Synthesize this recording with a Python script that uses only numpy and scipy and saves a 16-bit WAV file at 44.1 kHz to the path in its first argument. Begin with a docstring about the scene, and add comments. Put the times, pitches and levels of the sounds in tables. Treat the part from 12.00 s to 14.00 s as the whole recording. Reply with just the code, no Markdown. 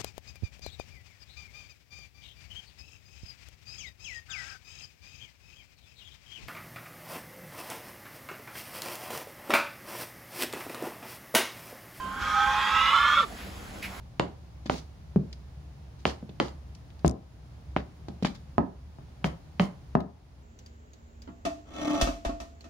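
"""A goose gives one long hiss on a garden path, a few steps away and a little to the right.
Turbulent air excites the resonances of its throat, which rise as the neck stretches and now and
then catch as wheezy whistles; the upper resonances shift as the bill opens.
The hiss shuts off with a small falling squeak. Then grass rustles, once clearly and otherwise
faintly, over a quiet outdoor rumble."""
import sys
import numpy as np
from scipy import signal
from scipy.fft import rfft, irfft
from scipy.io import wavfile
from scipy.ndimage import uniform_filter1d

SR = 44100
rng = np.random.default_rng(int(sys.argv[2]) if len(sys.argv) > 2 else 0)


def unload_audio(sound):
    """Save the sound as a 16-bit wav file, at the path given as the first command line argument."""
    columns = np.transpose(np.atleast_2d(sound))
    # keep every value between -1 and 1, then stretch to whole-number steps
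    steps = np.round(np.clip(columns, -1, 1) * 32767)
    wavfile.write(sys.argv[1], SR, steps.astype(np.int16))


N = 88200
T, HZ = np.arange(N) / SR, np.fft.rfftfreq(N, 1 / SR)
FLUTTER_HZ, WAVER_DEPTH_HZ, WAVER_RATE_HZ = 70, 8.16, 54  # unsteadiness of level and of pitch

# Breath through the throat resonances. Each row: time in seconds, level in dB.
THROAT_LEVEL = [(0, -49.5), (.1, -44.5), (.19, -36.5), (.3, -32), (.42, -33), (.52, -29), (.66, -29),
                (.85, -28), (.95, -21.5), (1.13, -23), (1.203, -26), (1.222, -30.5), (1.238, -27),
                (1.254, -52), (1.3, -52)]
# Breath through the upper resonances. Each row: time in seconds, level in dB.
BILL_LEVEL = [(0, -67), (.17, -50), (.24, -41.5), (.45, -38.5), (.6, -34), (.72, -32), (.88, -27.5),
              (1.03, -31.5), (1.2, -30.5), (1.222, -38), (1.245, -46), (1.26, -71), (1.3, -74)]
def goose():
    """Amplitude modulation: the hiss flutters with the airflow until the throat shuts."""
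    breath = amp(curve(THROAT_LEVEL)) * throat() + amp(curve(BILL_LEVEL)) * bill() + air()
    flowing = T < THROAT_LEVEL[-1][0]
    flutter = amp(0.48 * wander(FLUTTER_HZ))
    return flowing * breath * flutter + whistles() + squeak()


# Stretch of the throat. Each row: time in seconds, frequency ratio.
STRETCH = [(0, .995), (.4, 1.004), (.6, 1.022), (.8, 1.014), (1.0, 1.11), (1.15, 1.208), (1.25, 1.12)]
# Throat resonances. Each row: rest frequency in Hz, nominal width in Hz, exponent of the stretch,
# relative level in dB at rest, the same when stretched.
THROAT_MODES = [(831, 77, 1.2, -7.5, -13.5), (1046.5, 124, .85, -2.5, 1.5), (1257, 108, .72, -4, 0.5),
                (1574, 92, 1.0, -0.5, -13), (1418, 150, 0.053, -1, -30), (519.8, 73, 0.63, -21.5, -28)]
def throat():
    """Source and filter: turbulence excites resonances that rise and trade strength with stretch."""
    stretch = curve(STRETCH)
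    stretched = np.clip((stretch - 1) / 0.071, 0, 1)  # the balance stops changing at 7.1 % stretch
    out, power = 0, 0
    for hz, width, exponent, rest_db, stretched_db in THROAT_MODES:
        gain = amp(rest_db + (stretched_db - rest_db) * stretched)
        out += gain * band(hz * stretch ** exponent, width)
        power += gain ** 2
    return out / np.sqrt(power)


# Upper resonances. Each row: frequency in Hz with the bill nearly shut, the same wide open,
# nominal width in Hz, relative level in dB nearly shut, the same wide open.
BILL_MODES = [(1760, 2260, 184, 3.5, -1), (2200, 2600, 440, -4, -3), (2247, 3440, 165, -1, 4.5),
              (3170, 3650, 205, -0.5, -1), (3303, 4300, 270, 1.5, -13), (4020, 5750, 240, -15.5, -23),
              (4750, 4100, 220, -13, -42), (5550, 7100, 460, -17.5, -30)]
def bill(start_s=.2, opening_s=1.02):
    """Formant shift: opening the bill retunes the upper resonances, nearly all of them upward."""
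    opened = np.clip((T - start_s) / opening_s, 0, 1) ** 1.45
    out, power = 0, 0
    for shut_hz, open_hz, width, shut_db, open_db in BILL_MODES:
        gain = amp(shut_db + (open_db - shut_db) * opened)
        out += gain * band(shut_hz + (open_hz - shut_hz) * opened, width)
        power += gain ** 2
    return out / np.sqrt(power)


# Spectrum of the air at the bill. Each row: frequency in Hz, relative density in dB.
AIR_SPECTRUM = [(300, -38), (700, -19), (1100, -12), (2000, 5.5), (3700, 2.5), (4400, -3), (5200, -3),
                (6600, -6.5), (8200, -9.5), (11000, -17.5), (16000, -25)]
def air(start_s=.18, end_s=1.26, rise_s=0.045, fall_s=0.049, growth_db_per_s=1.5):
    """Turbulent flow: air rushing past the open bill makes broadband noise."""
    gate = np.clip((T - start_s) / rise_s, 0, 1) * np.clip((end_s - T) / fall_s, 0, 1)
    level = amp(-41 + growth_db_per_s * (T - start_s))
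    rush = colour(rng.standard_normal(N), AIR_SPECTRUM)
    return gate * level * unit(patchy(rush, depth_db=2.5))


# Whistles in the throat. Each row: start in seconds, length in seconds, first frequency in Hz,
# last frequency in Hz, level in dB.
WHISTLES = [(-.12, 0.33, 1015, 1076, -37), (-.08, 0.237, 3090, 3180, -56.5),
            (-.08, 0.15, 1600, 1580, -47.5), (0.217, 0.14, 1241, 1256, -33),
            (0.286, 0.2, 1260, 1283, -25.5), (0.336, 0.271, 810.4, 838.6, -29),
            (0.352, 0.19, 1538, 1587, -30.5), (0.376, 0.07, 3170, 3215, -41.5),
            (0.466, .26, 1065, 1096, -34), (0.578, 0.182, 832, 858, -37), (0.599, 0.12, 3190, 3304, -37.5),
            (0.707, 0.21, 1290, 1320, -27), (0.718, 0.16, 2590, 2625, -37), (0.922, .13, 1365, 1425, -26.5),
            (0.985, 0.175, 1712, 1752, -31), (1.075, 0.18, 1158, 1182, -29.5),
            (1.165, 0.059, 1410, 1306, -20), (1.228, 0.016, 1330, 1285, -31)]
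def whistles():
    """Flow-excited oscillation: the throat catches on wavering, near-pure tones that swell and fade."""
    out = np.zeros(N)
    for start, length, from_hz, to_hz, db in WHISTLES:
        progress = np.clip((T - start) / length, 0, 1)
        hz = from_hz + (to_hz - from_hz) * progress + WAVER_DEPTH_HZ * wander(WAVER_RATE_HZ)
        swell = (4 * progress * (1 - progress)) ** 0.61
        level = amp(db + 1.25 * wander(FLUTTER_HZ)) * swell
        out += np.sqrt(2) * level * np.sin(2 * np.pi * np.cumsum(hz) / SR)
    return out


# Squeak as the throat closes. Each row: time in seconds, frequency in Hz, level in dB.
SQUEAK = [(1.04, 575, -51.5), (1.14, 560.3, -61), (1.175, 566.5, -42), (1.208, 585.5, -40),
          (1.255, 398, -45.5), (1.275, 392, -72)]
def squeak(grunt_db=-8.5):
    """Harmonic vibration: the falling squeak is the third harmonic of a weak grunt."""
    hz = curve(SQUEAK) + WAVER_DEPTH_HZ * wander(WAVER_RATE_HZ)
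    phase = 2 * np.pi * np.cumsum(hz) / SR
    tone = np.sin(phase) + amp(grunt_db) * np.sin(phase / 3)
    sounding = (T > SQUEAK[0][0]) & (T < SQUEAK[-1][0])
    return np.sqrt(2) * sounding * amp(curve(SQUEAK, column=2)) * tone


# Brushes through grass. Each row: peak time, rise and decay in seconds, level in dB,
# centre and nominal width in Hz, crackle relative to the noise band in dB.
RUSTLES = [(1.849, 0.027, 0.02, -35.5, 2300, 910, -6), (1.42, 0.063, 0.042, -47, 1600, 3400, -7),
           (1.332, .03, 0.017, -45, 670, 240, -17), (1.98, 0.11, 0.054, -47.5, 900, 2000, -7)]
# Spectrum of the crackle. Each row: frequency in Hz, relative density in dB.
CRACKLE_SPECTRUM = [(500, -10), (2000, -3.5), (4000, -2), (6000, -6.5), (9000, -7.5), (12500, -0.5),
                    (16000, -13.5)]
def rustles(grains_per_s=3000, spread_db=2.5):
    """Shot noise: grass blades catch abruptly, adding random impulses to a soft band of noise."""
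    out = np.zeros(N)
    for peak, rise, decay, db, hz, width, crackle_db in RUSTLES:
        attack = np.clip(1 + (T - peak) / rise, 0, 1) ** .3
        envelope = np.where(T < peak, attack, np.exp(-abs(T - peak) / decay))
        impulses = (rng.random(N) < grains_per_s / SR) * rng.choice([-1, 1], N)
        strengths = amp(spread_db * np.minimum(rng.exponential(1, N), 4))
        crackle = unit(colour(impulses * strengths, CRACKLE_SPECTRUM))
        out += amp(db) * envelope * (band(hz, width) + amp(crackle_db) * crackle)
    return out


# Echoes from fence and plants. Each row: frequency in Hz, level relative to the direct sound in dB.
ECHO_SPECTRUM = [(500, -12.5), (1300, -12), (2500, -8.5), (4000, -5), (5600, -6), (6800, -13.5),
                 (16000, -35)]
def garden(x, t60_s=0.11, echoes_per_s=2000):
    """Scattering: fence and plants return short, sparse echoes, different at each ear."""
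    t = T[:SR // 4]
    taps = rng.standard_normal((2, len(t))) * (rng.random((2, len(t))) < echoes_per_s / SR)
    taps *= amp(-60 * t / t60_s) * (t > .003)
    taps /= np.linalg.norm(taps, axis=1, keepdims=True)
    return x + signal.fftconvolve(colour(x, ECHO_SPECTRUM)[None], taps, axes=1)[:, :N]


# Outdoor rumble and distant wash. Each row: frequency in Hz, relative density in dB.
WASH_SPECTRUM = [(20, -21), (35, -13), (58, -2), (85, -6.5), (115, -11.5), (150, -15), (250, -13),
                 (340, -18), (480, -19), (700, -18.5), (1200, -22.5), (2000, -23.5), (3500, -28.5),
                 (5800, -34), (8000, -34), (11000, -36.5), (15500, -42)]
# Likeness of the wash at the two ears. Each row: frequency in Hz, correlation from 0 to 1.
WASH_COHERENCE = [(60, 0.95), (200, 0.73), (500, 0.32), (1500, 0.05), (3000, 0.23), (4500, 0.66),
                  (5800, .4), (6600, 1), (16000, 1)]
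# Distant drone. Each row: frequency in Hz, nominal width in Hz, level in dB.
DRONE = [(53.9, 6.6, -57), (193.2, 9.7, -53.5)]
def background(wash_db=-42, right_lead_db=0.5):
    """Partial coherence: the ears share part of a drifting rumble and all of a faint drone."""
    left, independent = rfft(rng.standard_normal((2, N)))
    coherence = spectrum(WASH_COHERENCE)
    right = coherence * left + np.sqrt(1 - coherence ** 2) * independent
    wash = irfft(np.array([left, right]) * amp(spectrum(WASH_SPECTRUM)), N)
    wash = amp(wash_db) * unit(patchy(wash, depth_db=1.57))
    drone = sum(amp(db) * band(hz, width) for hz, width, db in DRONE)
    return (wash + drone) * amp([[-right_lead_db / 2], [right_lead_db / 2]])


def amp(db):
    """Decibel scale: 20 dB is a factor of ten in amplitude."""
    return 10 ** (np.asarray(db) / 20)


def unit(x):
    """Normalisation to rms 1."""
    return x / np.sqrt(np.mean(x ** 2) + 1e-20)


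def curve(points, column=1):
    """Linear interpolation of one table column over time."""
    rows = np.array(points)
    return np.interp(T, rows[:, 0], rows[:, column])


def spectrum(points):
    """Interpolation of a table over log frequency."""
    hz, value = np.transpose(points)
    return np.interp(np.log(HZ + 1), np.log(hz + 1), value)


def colour(x, points):
    """Zero-phase filtering by a table of gains in dB."""
    return irfft(rfft(x) * amp(spectrum(points)), N)


def wander(rate_hz):
    """Random fluctuation: low-passed noise of rms 1."""
    return unit(irfft(rfft(rng.standard_normal(N)) / (1 + (HZ / rate_hz) ** 4), N))


def band(hz, width_hz):
    """Heterodyning: low-passed noise on a carrier acts as a steep, movable resonance, at rms 1."""
    pole = np.exp(-np.pi * width_hz / SR)
    noise = rng.standard_normal((2, N + SR // 4))
    envelope = signal.lfilter([1], [1, -2 * pole, pole * pole], noise[0] + 1j * noise[1])[-N:]
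    carrier = np.exp(2j * np.pi * np.cumsum(hz * np.ones(N)) / SR)
    return unit((envelope * carrier).real)


def patchy(x, depth_db):
    """Random modulation: the level drifts in small patches of time and frequency."""
    frames = signal.stft(x, nperseg=1024)[2]
    patches = uniform_filter1d(rng.standard_normal(frames.shape[-2:]), size=7, axis=0)
    patches = unit(uniform_filter1d(patches, size=6, axis=1))
    return signal.istft(frames * amp(depth_db * patches), nperseg=1024)[1][..., :N]


# Direction of goose and grass. Each row: frequency in Hz, left minus right level in dB.
LEVEL_DIFFERENCE = [(500, -4.5), (820, -6.5), (1100, -5), (1350, -3.5), (1650, -4), (2400, -1.9),
                    (3500, 0.5), (4400, 0.5), (5200, 10.5), (6100, 5), (7000, -1), (16000, 1)]
def scene():
    """Interaural level difference: goose and grass stand a little to the right, over the background."""
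    near = garden(goose() + rustles())
    ear_gains = amp(np.outer([.5, -.5], spectrum(LEVEL_DIFFERENCE)))
    return irfft(rfft(near) * ear_gains, N) + background()


# Phase between the two microphone ports. Each row: frequency in Hz, lead of the right in half turns.
PORT_PHASE = [(0, 0), (7400, 0), (8500, 1), (9500, 1), (10400, 2), (11600, 2), (12600, 3), (13700, 3),
              (14500, 4)]
def record(dry, cutoff_hz=15800):
    """Phase shift and band limit: the right channel leads in the high treble; both are low-passed."""
    turn = np.exp(1j * np.pi * np.interp(HZ, *np.transpose(PORT_PHASE)))
    pair = np.array([dry[0], irfft(rfft(dry[1]) * turn, N)])
    lowpass = signal.firwin(511, cutoff_hz, window=("kaiser", 9), fs=SR)
    return signal.oaconvolve(pair, lowpass[None], "same")


dry = scene()
out = record(dry)
unload_audio(out)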